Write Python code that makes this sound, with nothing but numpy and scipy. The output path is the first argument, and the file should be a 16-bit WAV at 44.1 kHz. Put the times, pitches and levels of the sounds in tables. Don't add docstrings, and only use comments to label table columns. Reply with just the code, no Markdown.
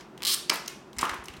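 import sys
import numpy as np
from scipy import signal
from scipy.fft import rfft, irfft, next_fast_len
from scipy.io import wavfile

SR = 44100
rng = np.random.default_rng(int(sys.argv[2]) if len(sys.argv) > 2 else 0)


def materialize(psi):
    bounded = np.clip(np.atleast_2d(psi).T, -1, 1)
    quanta = np.round(bounded * 32767).astype(np.int16)
    wavfile.write(sys.argv[1], SR, quanta)


N = 61739

# frequency in Hz, relative level in dB.
FLOOR_COLOUR = [(15, -53), (25, -45), (53, -8), (108, -18.5), (130, -5), (301, -5), (326, -2.5), (354, -2),
                (476, -10.5), (962, -11), (1400, -16), (1740, -19.5), (1890, -22), (2690, -26),
                (16000, -49.5)]
# centre in Hz, level in dB.
HUM_BANDS = [(143, -67), (209, -61.5), (364, -59)]
# frequency in Hz, relative level in dB.
EARLIER_RING_COLOUR = [(150, -8), (370, 2), (700, -4), (1500, -3), (3000, -10), (5500, -10), (9000, -22),
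                       (15000, -32)]
# frequency in Hz, time to fall 60 dB in seconds.
ROOM_DECAY = [(200, 0.48), (1000, 0.49), (3000, .49), (7000, 0.46), (15000, 0.22)]

# start in seconds, relative level in dB.
TABLE_BUMPS = [(0.97, -43.5), (.990, -46), (1.114, -44), (1.189, -43), (1.297, -43.5), (1.38, -48.5)]
# frequency in Hz, relative level in dB, time to fall 60 dB in seconds.
TABLE_MODES = [(59.3, -0.5, 0.13), (79.5, -3, 0.094), (149, -33, 0.048), (250, -9.5, 0.23)]

# start in seconds, relative level in dB, pitch in Hz.
SHELL_BUCKLES = [(.501, -17.5, 1266), (0.5212, -19.5, 1010), (1.016, -45, 1075), (1.0298, -19.5, 1115),
                 (1.042, -28.5, 1060), (1.0902, -34, 1050), (1.096, -28, 1556), (1.137, -22, 1093),
                 (1.157, -29.5, 1550)]
# multiple of the pitch, relative level in dB, time to fall 60 dB in seconds.
SHELL_MODES = [(.28, -11.5, 0.0093), (.5, -10, 0.0063), (.88, -24.5, 0.0024), (1, 2, 0.0084),
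               (1.35, -15.5, 0.0085), (1.7, -21.5, 0.0066), (2.15, -17.5, 0.0046)]
# frequency in Hz, gain in dB.
BUCKLE_ROOM = [(250, -5), (1000, -2), (2500, 3)]

# start in seconds, relative level in dB, length in seconds,
# treble tilt in dB per octave above 1 kHz, ring of the crease in Hz.
PACK_CRACKLES = [(.008, -34, 0.0047, -3, 5600), (0.177, -33, 0.0031, 1.5, 3380),
                 (0.2056, -34, .002, -7.5, 3500), (0.221, -21, 0.0029, -5, 2600),
                 (0.519, -34, 0.0025, -5, 5000), (0.532, -16.5, .012, 16, 2300),
                 (.542, -19, 0.0071, 10, 4250), (0.558, -19.5, 0.0022, 5, 3200),
                 (0.6603, -30, .003, -1.5, 5460), (.6772, -22, 0.0037, 1.5, 2820),
                 (0.68, -16.5, 0.0025, 3, 5750), (0.931, -35.5, 0.0024, 3.5, 3560),
                 (0.9657, -32.5, 0.01, -5, 7500), (0.9852, -16.5, 0.0013, 1, 8500),
                 (0.9883, -14, 0.0081, -1, 5200), (0.996, -29, 0.002, -21, 2100),
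                 (1.0109, -15.5, 0.0062, -0.5, 8260), (1.018, -19, 0.0034, -3.5, 8000),
                 (1.032, -19.5, 0.018, 2, 2450), (1.0533, -19.5, 0.0017, 0.5, 3120),
                 (1.0937, -15.5, 0.0049, -3, 1670), (1.113, -37, .003, 8, 7000),
                 (1.1342, -27, .003, -6, 1320), (1.142, -28.5, 0.0056, 4.5, 2220),
                 (1.24, -34, 0.0082, 2, 9450), (1.2566, -29.5, .005, 4, 5370),
                 (1.2835, -23, 0.0023, -0.5, 2870), (1.3377, -32, 0.0035, -2, 2530),
                 (1.344, -35.5, 0.0043, -10, 2900), (1.366, -33.5, 0.0091, 0, 3730)]
# frequency in Hz, relative level in dB.
CRACK_COLOUR = [(200, -17), (700, -10), (1500, -2.5), (2600, 1.5), (4000, -3), (5800, -2.5), (8300, -5.5),
                (11000, -7.5), (15500, -14.5)]
# frequency in Hz, gain in dB.
CRACKLE_ROOM = [(400, 9.5), (1800, 2.5), (4000, -2), (9000, -6), (15000, -5)]

# start in seconds, relative level in dB.
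PLASTIC_SNAPS = [(0.4965, -5), (0.4995, 0.5)]
# frequency in Hz, relative level in dB.
BREAK_COLOUR = [(150, -52), (500, -10), (1000, -14.5), (1700, -4.5), (2400, 3), (3400, -3), (4800, 6),
                (6800, -6), (8400, -5.5), (11000, -15), (15500, -20)]
# frequency in Hz, gain in dB.
BREAK_ROOM = [(150, -16), (400, 13.5), (1300, 9), (2500, -3), (4800, -7), (8000, -6.5), (15000, -7)]

# start in seconds, relative level in dB.
BLADE_BITES = [(.2222, -23), (.2317, -18), (.236, -16), (.2509, -11), (.2551, -12), (.2596, -15)]
# time in seconds, slips per second.
CUT_RATE = [(.2683, 300), (.277, 445), (.284, 280), (.291, 283), (.297, 405), (.302, 260), (.311, 200),
            (.315, 300), (.322, 310), (.326, 365), (.333, 270), (.348, 292)]
# frequency in Hz, relative level in dB.
TICK_COLOUR = [(200, -51), (600, -40), (1200, -20.5), (2300, -15.5), (3300, -3), (4550, 0), (5600, -5.5),
               (6700, -11.5), (8700, -8), (11000, -12), (15500, -14)]
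# frequency in Hz, gain in dB.
CUT_ROOM = [(400, 0), (1200, 5), (2500, -6), (4500, -10.5), (9000, -6.5), (15000, -5.5)]

FLOOR_DB = -50.5
EARLIER_RING_DB, EARLIER_RING_T60_S = -48.5, 0.24
TABLE_ECHO_S, TABLE_ECHO_DB = .00097, -9
LOW_CUT_HZ, TOP_HZ = 41, 16000

BUMP_SCATTER_DB = 1.5
CLUSTER_SCATTER_DB = 4
CREASE_GAIN, CREASE_Q = 2.2, 5
CREASE_ROOM_SHARE = .25
DISPERSION_HZ, DISPERSION_SHARE = 3760, 0.76
SNAP_FLUTTER_DB, SNAP_FLUTTER_T60_S = -3.5, .009

CUT_DB = -11.5
SLIP_SCATTER_S, SLIP_SCATTER_DB = .00006, .7
SLIP_FLUTTER_DB, SLIP_FLUTTER_T60_S = -9, .005
SLIP_RISE_OCT_PER_S = 1.4
BRIGHTEN_DB_PER_S = 17
TIP_START_S = .338
TIP_HZ, TIP_T60_S, TIP_DB, TIP_SCATTER_DB = 8740, 0.0089, -4, 1


def amp(db):
    return 10 ** (np.asarray(db) / 20)


def unit(x):
    return x / np.sqrt(np.mean(x ** 2) + 1e-20)


def along(points, hz):
    f, v = np.transpose(points)
    return np.interp(np.log(hz + 1), np.log(f + 1), v)


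def filtered(x, response):
    m = next_fast_len(N + SR // 2)
    spectrum = rfft(x, m) * response(np.fft.rfftfreq(m, 1 / SR))
    return irfft(spectrum, m)[:N]


def add(out, s, x):
    i = int(np.clip(round(s * SR), 0, N - 1))
    out[i:i + len(x)] += x[:N - i]


def click(colour, tilt_db=0, size=1024):
    hz = np.fft.rfftfreq(size, 1 / SR)
    tilt = tilt_db * np.log2(np.maximum(hz, 1000) / 1000)
    cepstrum = irfft(np.log(amp(along(colour, hz) + tilt)))
    cepstrum[1:size // 2] *= 2
    cepstrum[size // 2 + 1:] = 0
    h = irfft(np.exp(rfft(cepstrum)))
    return h / np.linalg.norm(h)


def ring(modes, attack_s, scatter_db):
    t = np.arange(SR // 4) / SR
    out = np.zeros(len(t))
    for hz, db, t60 in modes:
        decay = amp(db + scatter_db * rng.normal() - 60 * t / t60)
        out += decay * np.sin(2 * np.pi * hz * t)
    return (1 - np.exp(-t / attack_s)) * out


def fracture(colour, flutter_db, flutter_t60, tilt_db=0):
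    t = np.arange(SR // 50) / SR
    push = rng.standard_normal(len(t)) * amp(-60 * t / flutter_t60) * np.sqrt(t)
    push *= amp(flutter_db) / np.linalg.norm(push)
    push[0] = 1
    r = DISPERSION_SHARE
    allpass = np.array([1, -2 * r * np.cos(2 * np.pi * DISPERSION_HZ / SR), r * r])
    coloured = np.convolve(push, click(colour, tilt_db))
    return signal.lfilter(allpass[::-1], allpass, coloured)


def near(x):
    def response(f):
        bounce = np.exp(-2j * np.pi * f * TABLE_ECHO_S) / (1 + (f / 9000) ** 2)
        return 1 + amp(TABLE_ECHO_DB) * bounce
    return filtered(x, response)


def room(x, answer, build_s):
    hz, t, bands = signal.stft(rng.standard_normal(SR * 3 // 4), SR, nperseg=256)
    decay = amp(-60 * t / along(ROOM_DECAY, hz)[:, None])
    tail = signal.istft(bands * decay, SR, nperseg=256)[1]
    tail *= 1 - np.exp(-(np.arange(len(tail)) / SR / build_s) ** 2)
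    wet = signal.fftconvolve(x, tail / np.linalg.norm(tail))[:N]
    return filtered(wet, lambda f: amp(along(answer, f)))


def room_tone():
    def noise(colour):
        return unit(filtered(rng.standard_normal(N), lambda f: amp(along(colour, f))))

    def drone(hz, width_hz):
        return unit(filtered(rng.standard_normal(N), lambda f: 1 / (1 + ((f - hz) / width_hz) ** 2)))

    floor = amp(FLOOR_DB) * noise(FLOOR_COLOUR)
    hum = sum(amp(db) * drone(hz, width_hz=10.1) for hz, db in HUM_BANDS)
    fade = amp(EARLIER_RING_DB - 60 * np.arange(N) / SR / EARLIER_RING_T60_S)
    return floor + hum + fade * noise(EARLIER_RING_COLOUR)


def bumping():
    out = np.zeros(N)
    for s, db in TABLE_BUMPS:
        add(out, s, amp(db + 5.5) * ring(TABLE_MODES, attack_s=0.0055, scatter_db=BUMP_SCATTER_DB))
    return out


def buckling():
    out = np.zeros(N)
    for s, db, hz in SHELL_BUCKLES:
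        modes = [(hz * k, level, t60) for k, level, t60 in SHELL_MODES]
        add(out, s, amp(db - 3) * ring(modes, attack_s=0.00024, scatter_db=7.5))
    radiated = signal.lfilter(*signal.butter(2, 220, "high", fs=SR), out)
    return near(radiated) + room(radiated, BUCKLE_ROOM, build_s=0.0063)


def crackling():
    direct, radiated = np.zeros(N), np.zeros(N)
    t = np.arange(SR // 20) / SR
    for s, db, length, tilt, hz in PACK_CRACKLES:
        cluster = rng.standard_normal(len(t)) * np.exp(-(t / length) ** 2)
        cluster *= amp(CLUSTER_SCATTER_DB * rng.standard_normal(len(t)))
        crack = click(CRACK_COLOUR, tilt)
        tone = CREASE_GAIN * signal.lfilter(*signal.iirpeak(hz, CREASE_Q, SR), crack)
        burst = np.convolve(cluster, crack + tone)
        add(direct, s, amp(db + 9) * burst / np.linalg.norm(burst))
        blended = (crack + CREASE_ROOM_SHARE * tone) / np.linalg.norm(crack + tone)
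        add(radiated, s, amp(db + 9) * blended)
    return near(direct) + room(radiated, CRACKLE_ROOM, build_s=0.0036)


def snapping():
    direct, radiated = np.zeros(N), np.zeros(N)
    for s, db in PLASTIC_SNAPS:
        snap = fracture(BREAK_COLOUR, SNAP_FLUTTER_DB, SNAP_FLUTTER_T60_S)
        add(direct, s, amp(db + 5) * snap)
        add(radiated, s, amp(db + 3) * click(BREAK_COLOUR))
    return near(direct) + room(radiated, BREAK_ROOM, build_s=0.006)


def cutting():
    s, rate = np.transpose(CUT_RATE)
    t = np.arange(s[0], s[-1], 1 / SR)
    count = np.cumsum(np.interp(t, s, rate)) / SR
    times = np.interp(np.arange(np.ceil(count[-1])), count, t)
    chance = rng.standard_normal((len(times), 2))
    times = times + SLIP_SCATTER_S * chance[:, 0]
    levels = CUT_DB + SLIP_SCATTER_DB * chance[:, 1]
    ticks, tips = np.zeros(N), np.zeros(N)
    for at, db in list(BLADE_BITES) + list(zip(times, levels)):
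        closing = at - s.mean()
        colour = np.array(TICK_COLOUR) * [2 ** (SLIP_RISE_OCT_PER_S * closing), 1]
        tick = fracture(colour, SLIP_FLUTTER_DB, SLIP_FLUTTER_T60_S, BRIGHTEN_DB_PER_S * closing)
        add(ticks, at, amp(db + 7.5) * tick)
        if at > TIP_START_S:
            tip = ring([(TIP_HZ, 0, TIP_T60_S)], attack_s=.0002, scatter_db=TIP_SCATTER_DB)
            add(tips, at, amp(db + TIP_DB) * tip)
    return tips + near(ticks) + room(ticks, CUT_ROOM, build_s=0.0068)


def scene():
    return (room_tone() + snapping() + crackling() + buckling() + bumping() + cutting())[None]


def record(dry):
    def response(hz):
        return (hz < TOP_HZ) * hz ** 2 / np.hypot(hz ** 2, LOW_CUT_HZ ** 2)
    return filtered(dry[0], response)[None]


dry = scene()
out = record(dry)
materialize(out)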